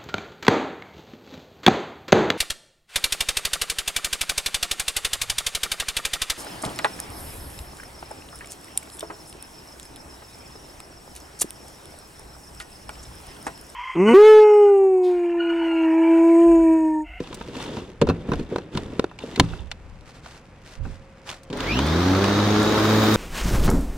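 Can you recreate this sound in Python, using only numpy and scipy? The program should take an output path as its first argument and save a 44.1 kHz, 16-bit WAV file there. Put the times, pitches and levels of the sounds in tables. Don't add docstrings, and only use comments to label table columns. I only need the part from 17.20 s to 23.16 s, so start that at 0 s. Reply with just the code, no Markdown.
import sys
import numpy as np
from scipy import signal
from scipy.fft import rfft, irfft, next_fast_len
from scipy.io import wavfile
from scipy.ndimage import map_coordinates

SR = 44100
rng = np.random.default_rng(int(sys.argv[2]) if len(sys.argv) > 2 else 0)


def dump_mix(stems):
    frames = np.atleast_2d(stems).T
    limited = np.clip(frames, -1, 1)
    pcm = np.round(limited * 32767).astype(np.int16)
    wavfile.write(sys.argv[1], SR, pcm)


N = 262836
FULL_HZ = 108.8

# f/Hz, coherence (clipped to 0-1 in use)
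NEAR = [(60, 0.96), (180, 1), (550, 0.93), (1650, 0.69), (4970, 0.54), (15000, 0.031)]
FAR = [(60, 0.99), (130, 0.95), (290, 0.95), (640, 0.71), (1410, 0.66), (3100, 0.33), (6820, 0.15),
       (15000, -1.4)]


def amp(db):
    return 10 ** (np.asarray(db) / 20)


def unit(x):
    return x / np.sqrt(np.mean(x ** 2) + 1e-20)


def along(points, hz):
    f, v = np.transpose(points)
    return np.interp(np.log(hz + 1), np.log(f + 1), v)


def wobble(rate):
    return map_coordinates(rng.standard_normal(8192), [np.arange(N) * rate / SR], mode="wrap")


def filtered(x, response):
    n = x.shape[-1]
    m = next_fast_len(n + 8192)
    return irfft(rfft(x, m) * response(np.fft.rfftfreq(m, 1 / SR)), m)[..., :n]


def resonances(modes, f):
    return sum((-1) ** k * amp(db) * 1j * f * width / (centre ** 2 - f * f + 1j * f * width)
               for k, (centre, width, db) in enumerate(modes))


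def spread(pair, coherence):
    turn = lambda f: np.arccos(np.clip(along(coherence, f), 0, 1)) / 2
    mid, side = filtered(pair, lambda f: np.array([np.cos(turn(f)), np.sin(turn(f))]))
    return np.array([mid + side, mid - side])


def noise(spectrum, coherence, grain_db=0, grain_rate=500):
    white = rng.standard_normal((2, N)) * amp(grain_db * wobble(grain_rate))
    ends = lambda f: 1 / (1 + (f / spectrum[-1][0] / 2) ** 4) / (1 + (spectrum[0][0] / 2 / (f + 1)) ** 4)
    return unit(spread(filtered(white, lambda f: amp(along(spectrum, f)) * ends(f)), coherence))


def blow(x, db):
    energy = np.sum(np.atleast_2d(x) ** 2, axis=1).mean()
    return x * amp(db) * np.sqrt(.01 * SR / (energy + 1e-20))


def fade(t, t60):
    return np.exp(-np.log(1000) * t / max(t60, 1e-3))


def stroke(start, length, rise, t60):
    t = np.arange(N) / SR - start
    return np.exp(-(np.minimum(t, 0) / rise) ** 2) * fade(np.maximum(t - length, 0), t60)


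def add(out, s, sound):
    part = out[:, max(0, round(s * SR)):][:, :sound.shape[-1]]
    part += sound[..., :part.shape[1]]


def background(drone_hz=539):
    # f/Hz, relative level/dB
    air = [(15, -26), (25, -2), (158, -5), (415, -16), (529, -12.5), (588, -17), (2560, -26.5), (8780, -80),
           (15000, -80)]
    t = np.arange(N) / SR
    drone = np.sin(2 * np.pi * drone_hz * t + .5 * wobble(12)) * np.interp(t, [3.45, 3.7], [0, 1])
    return amp(-47.5) * noise(air, NEAR) + amp(-53) * drone


def handling(rest_db=-64):
    # t/s, duration/s, relative rub level/dB, relative rustle level/dB
    slides = [(0, 0.43, -43, -53), (0.357, .03, -35.5, -47), (.415, 0.024, -36.5, -42),
              (0.473, .12, -32.5, -48.5), (0.864, 0.19, -35.5, -60.5), (1.097, 0.092, -32.5, -53),
              (1.314, 0.052, -33, -54.5), (1.552, 0.02, -31, -48.5), (1.675, 0.14, -37.5, -56.5),
              (2.027, 0.32, -39, -51)]
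    # t/s, duration/s, relative level/dB
    brushes = [(2.884, 0.01, -52), (2.961, .01, -53), (3.055, 0.12, -52.5), (3.478, 0.07, -50.5),
               (3.656, 0.1, -55), (4.094, 0.027, -40.5)]
    # f/Hz, relative level/dB
    hollow = [(70, -10.5), (160, -7), (350, -5.5), (500, -10), (700, -20), (1200, -27.5)]
    straw = [(650, 5), (1300, 4), (2200, 0), (3300, -2.5), (5000, -4), (8500, -10.5), (12000, -21.5),
             (16000, -32.5)]
    # f/Hz, bandwidth/Hz, gain/dB
    edge_modes = [(917, 160, 2.5), (2520, 130, -10), (2700, 220, 3), (3570, 400, 4.5)]
    rubbing, sliding, brushing = 0, 0, amp(rest_db)
    for start, length, rub_db, rustle_db in slides:
        push = stroke(start, length, rise=.03, t60=.56)
        rubbing = np.maximum(rubbing, amp(rub_db) * push)
        sliding = np.maximum(sliding, amp(rustle_db) * push)
    for start, length, rustle_db in brushes:
        brushing = np.maximum(brushing, amp(rustle_db) * stroke(start, length, rise=.03, t60=.22))
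    rub = amp(-1) * noise(hollow, NEAR, grain_db=2.5, grain_rate=120)
    friction = noise(straw, NEAR, grain_db=5, grain_rate=150)
    scrape = amp(2) * unit(filtered(friction, lambda f: resonances(edge_modes, f)))
    brush = amp(2) * noise(straw, NEAR, grain_db=1.5, grain_rate=250)
    crackle = amp(-2) * noise(straw[2:], NEAR, grain_db=8, grain_rate=500)
    return rubbing * rub + sliding * scrape + np.maximum(sliding, brushing) * (brush + crackle)


def buffet():
    # t/s, duration/s, relative
    # level/dB, left minus right/dB
    rumbles = [(0, 0.5, -47, -1), (0.824, 0.043, -25, -0.5), (1.1, 0.08, -29, -1), (1.554, .07, -35, 0),
               (2.246, 0.21, -38.5, -22), (2.515, 0.34, -45, 10.5), (3.599, 0.029, -28.5, -17)]
    gusts = sum(amp(db + np.array([[pan_db], [-pan_db]]) / 2) * stroke(start, length, rise=.018, t60=.43)
                for start, length, db, pan_db in rumbles)
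    spectrum = [(18, -4), (35, 0), (70, 0), (120, -9), (200, -26), (400, -50)]  # f/Hz, level/dB
    rumble = noise(spectrum, coherence=[(30, .8), (100, .95)], grain_db=2.5, grain_rate=25)
    return amp(-3) * gusts * rumble


def thud(db, spot_hz, t60, spot_octaves=0.77, attack_s=0.0017, scatter_db=2, detune=0.043):
    # f/Hz, relative level/dB
    walls = [(72, 0), (102, 2), (155, -1.5), (205, -4.5), (258, -1.5), (315, -5.5), (385, -2.5), (460, 2),
             (560, -3)]
    t = np.arange(SR // 3) / SR
    wall_hz, wall_db = np.transpose(walls)
    weights = amp(wall_db + rng.normal(0, scatter_db, len(walls)))
    weights *= np.exp(-.5 * (np.log2(wall_hz / spot_hz) / spot_octaves) ** 2)
    weights *= rng.choice([-1, 1], len(walls))
    pitch = wall_hz[:, None] * np.exp(rng.normal(0, detune, (len(walls), 1)))
    modes = np.sin(2 * np.pi * pitch * t) * fade(t * (pitch / spot_hz) ** .11, t60)
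    return blow(weights @ modes * (1 - np.exp(-t / attack_s)), db)


def clack(rim_db, latch_db, t60, rise_s=0.00048):
    # f/Hz, bandwidth/Hz, gain/dB
    rim_modes = [(620, 69, -5.5), (753, 83, 0), (1000, 98, 2), (1394, 220, -2), (1840, 270, -15),
                 (2620, 77, -5.5)]
    latch_modes = [(2570, 870, 5), (3730, 264, 4.5), (4180, 310, 3.5), (5640, 2600, -1.5), (6320, 1200, 0),
                   (9070, 620, -18)]
    t = np.arange(SR // 8) / SR
    contact = spread(rng.standard_normal((2, len(t))), NEAR) * fade(t, t60) * (1 - np.exp(-t / rise_s))
    rim = filtered(contact, lambda f: resonances(rim_modes, f))
    latch = filtered(contact, lambda f: resonances(latch_modes, f))
    return blow(rim, rim_db) + blow(latch, latch_db)


def knocks():
    # t/s, thud level/dB, spot f/Hz, t60/s, rim level/dB, latch level/dB
    impacts = [(.002, -23, 270, 0.073, -42.5, -43), (.127, -36.5, 259, 0.047, -39, -42),
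               (0.21, -33.5, 252, 0.047, -36.5, -46), (.283, -30.5, 304, 0.18, -55, -46),
               (.366, -29, 276, 0.06, -51, -41), (0.567, -40, 201, 0.17, -34.5, -39.5),
               (.814, -16.5, 347, 0.082, -23, -25.5), (0.821, -9.5, 275, 0.073, -31, -47),
               (0.869, -21.5, 280, 0.26, -28.5, -39), (0.888, -15.5, 370, 0.064, -31, -31.5),
               (.896, -14, 176, 0.21, -22.5, -34), (1.088, -20, 189, 0.031, -38, -59.5),
               (1.117, -18, 263, 0.071, -24.5, -39.5), (1.134, -23, 220, 0.051, -29.5, -36),
               (1.194, -22, 242, 0.12, -45, -43), (1.322, -22.5, 352, 0.1, -45, -56),
               (1.359, -22, 340, 0.013, -26.5, -35.5), (1.382, -27, 290, 0.04, -34.5, -41),
               (1.55, -22, 188, 0.079, -41, -40), (1.572, -23, 173, 0.054, -30, -29.5),
               (1.794, -15, 360, 0.013, -25, -28), (1.841, -21.5, 307, 0.018, -29, -38),
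               (2.038, -27.5, 337, .04, -75, -51), (2.175, -22.5, 246, 0.16, -36.5, -47),
               (2.1969, -12, 216, 0.024, -13, -11.5), (2.205, -12.5, 194, 0.072, -40, -45),
               (2.235, -17.5, 127, 0.27, -39.5, -49), (3.651, -28, 165, 0.27, -40, -65),
               (4.3, -26.5, 231, 0.18, -49, -43), (4.327, -24, 337, 0.33, -37, -35.5)]
    # t/s, rim level/dB, latch level/dB
    clicks = [(.072, -48, -45), (1.912, -42, -60), (1.988, -46, -38), (2.159, -42, -32), (2.334, -38, -64),
              (2.514, -37, -30), (3.059, -40, -47), (4.091, -43, -33.5), (4.404, -34, -29.5),
              (4.589, -24, -25.5), (5.041, -25, -26)]
    out = np.zeros((2, N))
    for s, thud_db, spot_hz, t60, rim_db, latch_db in impacts:
        add(out, s, thud(thud_db, spot_hz, t60))
        add(out, s, clack(rim_db, latch_db, t60=.13 * t60 ** .47))
    for s, rim_db, latch_db in clicks:
        add(out, s, clack(rim_db, latch_db, t60=.026))
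    return out


def yard(x, t60=0.2):
    t = np.arange(SR // 3) / SR
    reflections = rng.standard_normal((2, len(t))) * fade(t, t60) * (t > .008)
    tail = filtered(reflections, lambda f: 1 / (1 + f / 2500))
    return signal.fftconvolve(x, tail / np.linalg.norm(tail[0]), axes=1)[:, :N]


def ticks(t60=0.038):
    # t/s, level/dB
    snaps = [(0.144, -39), (4.233, -51.5), (4.372, -46.5), (4.665, -39.5), (5.43, -36.5), (5.942, -30)]
    # f/Hz, bandwidth/Hz, gain/dB
    ring = [(4200, 3000, -3), (9000, 1200, 0), (14000, 2000, -14)]
    out, t = np.zeros((2, N)), np.arange(SR // 20) / SR
    for s, db in snaps:
        burst = rng.standard_normal((2, len(t))) * fade(t, t60)
        crack = filtered(burst, lambda f: resonances(ring, f))
        add(out, s, blow(spread(crack, NEAR), db))
    return out


def squeak(at_s=2.16, level_db=-39, pitch_hz=2000, glide_per_s=6):
    t = np.arange(N) / SR - at_s
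    phase = 2 * np.pi * pitch_hz * (t + glide_per_s * t ** 2 / 2) + .6 * wobble(400)
    return amp(level_db) * np.exp(-(t / .011) ** 2) * (np.sin(phase) + .5 * np.sin(2 * phase))


def motor(blade_hz, slip, passes, screech_hz=57, screech_width_hz=9.5):
    # multiple of the blade rate, relative level/dB, gain at full strain/dB
    orders = [(44, -31, 30), (46, -23, 31), (48.5, -33, 26), (52, -29, 15), (62.5, -21.5, 12),
              (69, -33, 24), (92, -46, 39)]
    screech = np.exp(-((blade_hz - screech_hz) / screech_width_hz) ** 4)
    strain = np.minimum(1.45 * slip, .69) + .32 * screech
    whine = 0
    for order, db, strain_db in orders:
        blur = (.85 + .75 * strain) * wobble(220) + .6 * np.array([wobble(40), wobble(40)])
        level_db = db + strain_db * strain + 3 * wobble(70) + 2 * wobble(15)
        whine = whine + amp(level_db) * np.sin(2 * np.pi * order * passes + blur)
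    whistle = noise([(3400, -45), (3730, -16), (3785, 0), (3840, -16), (4200, -45)], FAR)
    return whine + amp(-12) * whistle * np.clip((blade_hz - 96) / 5, 0, 1)


def blade(angle, blade_hz, in_grass_s, rush_db, deck_hz=268.5, deck_width_hz=28):
    hum_db = [-20.5, -21.5, -25.5, -26]
    hum, upper = 0, 0
    for k, db in enumerate(hum_db, 1):
        boom_db = 7.5 * np.exp(-((k * blade_hz - deck_hz) / deck_width_hz) ** 2)
        hum += amp(db + boom_db + 2.5 * wobble(9)) * np.sin(k * angle + rng.uniform(0, 2 * np.pi))
    for k in range(5, 15):
        level_db = -5 * np.log2(k / 5) + 4.5 * wobble(8.7)
        upper += amp(level_db) * np.sin(k * angle + .52 * wobble(16))
    hum_gain = (blade_hz / FULL_HZ) ** 1.47 * amp(-3 * in_grass_s)
    return hum_gain * hum + amp(rush_db - 12) * upper


def mower(start_s=4.301, spin_up_s=.31, draught_rise_s=.061, tall_grass_s=5.3):
    # f/Hz, relative level/dB
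    roar_spectrum = [(26, -43), (45, -11.5), (103, -7.5), (162, -8.5), (210, -3.5), (247, -6.5), (314, 2),
                     (360, -3), (900, -12.5), (1170, -16), (1980, -120)]
    rush_spectrum = [(320, -9.5), (550, -9.5), (759, -7.5), (864, -5), (1220, -0.5), (1850, -5.5),
                     (2760, -12), (3350, -9), (3810, -7.5), (4060, -10.5), (6300, -17), (7940, -28),
                     (12000, -32.5), (15600, -64), (22000, -120)]
    hiss_spectrum = [(8000, -2), (11000, -9.5), (15000, 2.5), (16000, -11)]
    t = np.arange(N) / SR
    running_s = np.maximum(t - start_s, 0)
    in_grass_s = np.maximum(t - tall_grass_s, 0)
    slip = np.exp(-running_s / spin_up_s)
    blade_hz = FULL_HZ * (1 - slip)
    passes = np.cumsum(blade_hz) / SR
    angle = 2 * np.pi * passes + .011 * (2 * wobble(14) + wobble(45))
    swell = unit(1 + .11 * np.cos(angle))
    roar_db = -23 - 14.2 * slip + .5 * in_grass_s
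    rush_db = -25.5 - 11.1 * slip + 2.5 * in_grass_s
    hiss_db = -47 - 14 * slip + 17.4 * in_grass_s
    roar = amp(roar_db) * noise(roar_spectrum, FAR)
    rush = amp(rush_db) * swell * noise(rush_spectrum, FAR, grain_db=1.06, grain_rate=200)
    hiss = amp(hiss_db) * swell * noise(hiss_spectrum, FAR, grain_db=2, grain_rate=700)
    tones = blade(angle, blade_hz, in_grass_s, rush_db) + amp(rush_db) * motor(blade_hz, slip, passes)
    onset = 1 - np.exp(-(running_s / draught_rise_s) ** 2)
    return roar * (running_s > 0) + (tones + rush + hiss) * onset


def scene(lag_s=3.5e-5):
    plastic = knocks() + squeak()
    port_delay = lambda f: np.exp(1j * np.pi * f * lag_s * np.array([[-1], [1]]))
    close = filtered(plastic + handling(), port_delay)
    return close + amp(-32.5) * yard(plastic) + ticks() + buffet() + mower() + background()


def record(dry, top_hz=15950):
    rounded = dry / (1 + np.abs(dry) ** 6) ** (1 / 6)
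    return filtered(rounded, lambda f: f < top_hz)


dry = scene()
out = record(dry)
dump_mix(out)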